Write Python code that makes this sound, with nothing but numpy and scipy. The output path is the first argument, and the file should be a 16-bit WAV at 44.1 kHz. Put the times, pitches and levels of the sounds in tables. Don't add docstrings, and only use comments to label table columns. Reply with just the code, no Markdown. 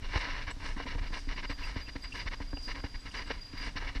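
import sys
import numpy as np
from scipy import signal
from scipy.fft import rfft, irfft
from scipy.io import wavfile

SR = 44100
rng = np.random.default_rng(int(sys.argv[2]) if len(sys.argv) > 2 else 0)


def bounce(signal):
    frames = np.transpose(np.atleast_2d(signal))
    limited = np.clip(frames, -1, 1)
    pcm = np.round(limited * 32767).astype(np.int16)
    wavfile.write(sys.argv[1], SR, pcm)


N = 176400
TIME = np.arange(N) / SR

# frequency in Hz, relative level in dB.
WOODS_SPECTRUM = [(300,-10.5),(4500,-15),(13000,-37)]
RUMBLE_SPECTRUM = [(24,5),(70,-14.5),(300,-36)]
GRIT_SPECTRUM = [(390, -6), (850, -8.5), (980, 2), (1170, -8.5), (1300, -2), (1420, -10), (1560, 0),
                 (2250, 1), (2540, -10.5), (2890, 0.5), (3140, -15), (3490, -11), (4100, -8.5), (5150, -13),
                 (5600, -12), (6890, -27)]
RUSTLE_SPECTRUM = [(5500,10),(6800,-3),(9700,-5),(10600,-37)]
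# start in seconds, length in seconds, relative level in dB.
GRIT_PATCHES = [(0.023,0.046,-44.5),(0.089,0.086,-45),(0.134,0.047,-32.5),(0.196,0.093,-35.5),(0.276,0.14,-39),(0.471,0.039,-37),
                (0.602,0.12,-43),(0.65,0.015,-38.5),(0.765,0.065,-41),(0.862,0.084,-41),(0.98,0.014,-40),(1.014,0.07,-44),
                (1.123,0.058,-39.5),(1.283,0.051,-42),(1.365,0.037,-40.5),(1.427,0.025,-39.5),(1.496,0.027,-37),
                (1.585,.145,-44),(1.758,0.057,-41.5),(1.881,0.014,-43),(1.959,0.0042,-39),(2.038,0.021,-44),(2.14,0.085,-41.5),
                (2.264,0.018,-38.5),(2.314,0.026,-39),(2.404,0.023,-45.5),(2.679,0.041,-39),(2.747,0.04,-41.5),(2.797,0.0046,-42),(2.841,0.023,-40.5),(2.945,0.011,-43),
                (3.056,0.027,-43.5),(3.143,0.075,-39),(3.262,0.1,-46),(3.3,0.016,-35),(3.53,0.11,-47.5),(3.613,0.075,-40),
                (3.76,0.025,-37),(3.799,0.11,-42),(3.951,0.022,-40.5)]
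# time in seconds, then drive to boards, frame and panels in dB.
BODY_BLOWS = [(0.153, -36, -27, -29), (0.469, -45, -41, -68), (.56, -46, -45, -50), (0.761, -35, -55, -55),
              (.797, -44, -56, -31), (0.852, -36.5, -53, -43), (0.947, -38, -35.5, -36.5),
              (1.005, -43, -38.5, -66), (1.1, -43, -43, -48), (1.268, -37.5, -45, -51),
              (1.492, -36, -39.5, -37.5), (1.758, -33.5, -35, -38.5), (1.951, -35, -40.5, -40.5),
              (2.253, -43, -36.5, -53), (2.399, -36.5, -40, -37.5), (2.527, -33.5, -38, -37),
              (2.566, -51, -50, -40.5), (2.836, -34.5, -36, -34.5), (3.301, -39, -59, -27.5),
              (3.531, -40.5, -44, -65), (3.666, -39.5, -58, -51), (3.751, -40, -41, -49),
              (3.949, -36.5, -39, -61)]
# frequency in Hz, relative level in dB, time to decay by 60 dB in seconds.
FRAME_RESONANCES = [(30.7, 6.5, 0.22), (79.5, 10, 0.053)]
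BOARD_RESONANCES = [(174, 1.3, 0.017), (279, 1.44, 0.097)]
PANEL_RESONANCES = [(485, 0.046, 0.028), (813, 0.42, 0.014), (970, 0.26, 0.017), (1720, 0.074, .008)]
SLAT_RESONANCES = [(1009, 2, 0.019), (1748, -2.5, 0.017)]
RING_RESONANCES = [(7800, 6, 0.079), (9500, -18, 0.038)]
BELL_RESONANCES = [(4804, 0, .42), (4836, -1.5, .3), (12150, -26, .15)]
# start in seconds, drive in dB.
RING_BLOWS = [(.505,-52.5),(1.497,-61),(2.028,-59.5),(2.997,-63),(3.265,-63)]
BELL_BLOWS = [(1.055,-51),(1.47,-49.5),(1.52,-49),(1.615,-45),(1.81,-47.5),(2.015,-44),(2.15,-46.5),(2.452,-53.5),(2.548,-50.5),(2.622,-43),(2.675,-48),(2.92,-58.5),(3.035,-55),(3.16,-44),(3.402,-51.5),(3.573,-43)]
# centre in seconds, frequency in Hz, peak level in dB, half length in seconds.
SQUEAKS_AND_CLICKS = [(1.385,2800,-43.5,0.014),(1.639,2700,-39.5,0.01),(1.876,2700,-47.5,0.012),(2.127,2720,-37.5,0.0056),(2.573,2770,-37.5,0.002),(3.116,2820,-49,0.0058)]


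def from_db(db):
    return 10 ** (np.asarray(db) / 20)


def rms_one(x):
    return x / np.sqrt(np.mean(np.square(x)))


def low_pass(x, hz, order=2):
    return signal.sosfilt(signal.butter(order, hz, fs=SR, output="sos"), x)


def drift(hz):
    return rms_one(low_pass(rng.standard_normal(N), hz))


def coloured(x, spectrum):
    hz, db = np.transpose(spectrum)
    f = np.maximum(np.fft.rfftfreq(N) * SR, 1)
    skirts = np.minimum(np.minimum(f / hz.min(), hz.max() / f), 1) ** 2
    gain = from_db(np.interp(np.log(f), np.log(hz), db))
    return rms_one(irfft(rfft(x) * skirts * gain, N))


def grains(per_s=5000):
    sizes = from_db(1.5 * rng.exponential(size=N)) * np.sign(rng.standard_normal(N))
    return sizes * (rng.random(N) < per_s / SR)


def ring(x, modes):
    out = 0
    for k, (hz, db, t60) in enumerate(modes):
        radius, angle = from_db(-60 / (t60 * SR)), 2 * np.pi * hz / SR
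        real = radius * np.cos(angle)
        mode = signal.lfilter([1, -real], [1, -2 * real, radius ** 2], x)
        out = out + (-1) ** k * from_db(db) * mode
    return out


def blows(rows, modes, rattle_share, rattle_s=0.0032):
    out, t = np.zeros(N + SR), TIME[:SR]
    click = signal.unit_impulse(len(t))
    click_norm = np.linalg.norm(ring(click, modes))
    for s, db in rows:
        rattle = rng.standard_normal(len(t)) * t * np.exp(-t / rattle_s)
        force = (1 - rattle_share) * click + rattle_share * rattle / np.linalg.norm(rattle)
        sound = ring(force, modes)
        start = int(s * SR)
        out[start:start + len(t)] += from_db(db) * sound * click_norm / np.linalg.norm(sound)
    return out[:N]


def woods():
    return from_db(-59) * coloured(rng.standard_normal(N), WOODS_SPECTRUM)


def wheel_load(rolling_db=-61, attack_s=0.012, overhang_s=0.0051, steepness=6.46):
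    power = from_db(rolling_db) ** 2
    for start, length, db in GRIT_PATCHES:
        age = np.maximum(TIME - start, 0)
        attack = .5 + .5 * np.tanh(2 * (TIME - start) / attack_s)
        release = np.exp(-(age / (length + overhang_s)) ** steepness)
        power = power + (from_db(db) * attack) ** 2 * release
    return np.sqrt(power)


def body_rumble(load):
    hum = from_db(-58.5) * rms_one(low_pass(ring(grains(), BOARD_RESONANCES), 320))
    rumble = from_db(-38) * coloured(rng.standard_normal(N), RUMBLE_SPECTRUM)
    drive = rms_one(np.minimum(load, load.mean()) ** .3)
    return (hum + rumble) * drive


def wheel_crunch(load, patchy_db=2.5):
    grit = coloured(grains(), GRIT_SPECTRUM)
    woody = signal.sosfiltfilt(signal.butter(2, 1400, fs=SR, output="sos"), grit)
    bright = grit - woody
    patchy = sum(band * from_db(patchy_db * drift(hz=29.4)) for band in (woody, bright))
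    return low_pass(load * from_db(-2.5) * patchy, hz=5960, order=10)


def slat_clatter(load):
    return load * from_db(-14.5) * rms_one(ring(grains(per_s=250), SLAT_RESONANCES))


def body_knocks(bump_delay_s=0.00309, jolt_lead_s=.007, jolt_gain_db=-4.5):
    times, board_db, frame_db, panel_db = np.transpose(BODY_BLOWS)
    times = times + bump_delay_s
    jolts = [(start - jolt_lead_s, db + jolt_gain_db) for start, _, db in GRIT_PATCHES
             if np.min(abs(times - start)) > .04]
    frame = blows(zip(times, frame_db), FRAME_RESONANCES, rattle_share=0)
    boards = blows([*zip(times, board_db), *jolts], BOARD_RESONANCES, rattle_share=0.32)
    panels = blows(zip(times, panel_db), PANEL_RESONANCES, rattle_share=0.48)
    return -(low_pass(frame, 190) + low_pass(boards, 600, order=4) + low_pass(panels, 2400, order=4))


def harness_rustle(stride_s=.495, first_stride_s=.185, floor_db=-66, swing_db=10.5):
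    stride = np.cos(np.pi * (TIME - first_stride_s) / stride_s) ** 12
    return from_db(floor_db + swing_db * stride) * coloured(grains(per_s=1500), RUSTLE_SPECTRUM)


def harness_ticks():
    return blows(RING_BLOWS, RING_RESONANCES, rattle_share=1, rattle_s=.005)


def harness_bell():
    times = [s for s, _ in BELL_BLOWS]
    shiver = grains(per_s=120) * (TIME > min(times)) * (TIME < max(times))
    jingles = blows(BELL_BLOWS, BELL_RESONANCES, rattle_share=0.7, rattle_s=0.012)
    return jingles + from_db(-60) * rms_one(ring(shiver, BELL_RESONANCES))


def squeaks_and_hoof_clicks(roughness_rad=.95):
    wobble = roughness_rad * drift(hz=180)
    out = np.zeros(N)
    for centre, hz, db, half_length in SQUEAKS_AND_CLICKS:
        envelope = np.exp(-((TIME - centre) / half_length) ** 2)
        out += from_db(db) * envelope * np.sin(2 * np.pi * hz * TIME + wobble)
    return out


def scene():
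    air = woods()
    load = wheel_load()
    cart = body_rumble(load) + wheel_crunch(load) + slat_clatter(load) + body_knocks()
    horse = harness_rustle() + harness_ticks() + harness_bell() + squeaks_and_hoof_clicks()
    return (air + cart + horse)[None]


def record(dry):
    bass_cut = signal.butter(2, 18, "high", fs=SR, output="sos")
    treble_cut = signal.ellip(10, .2, 80, 13200, fs=SR, output="sos")
    return signal.sosfilt(treble_cut, signal.sosfilt(bass_cut, dry))


dry = scene()
out = record(dry)
bounce(out)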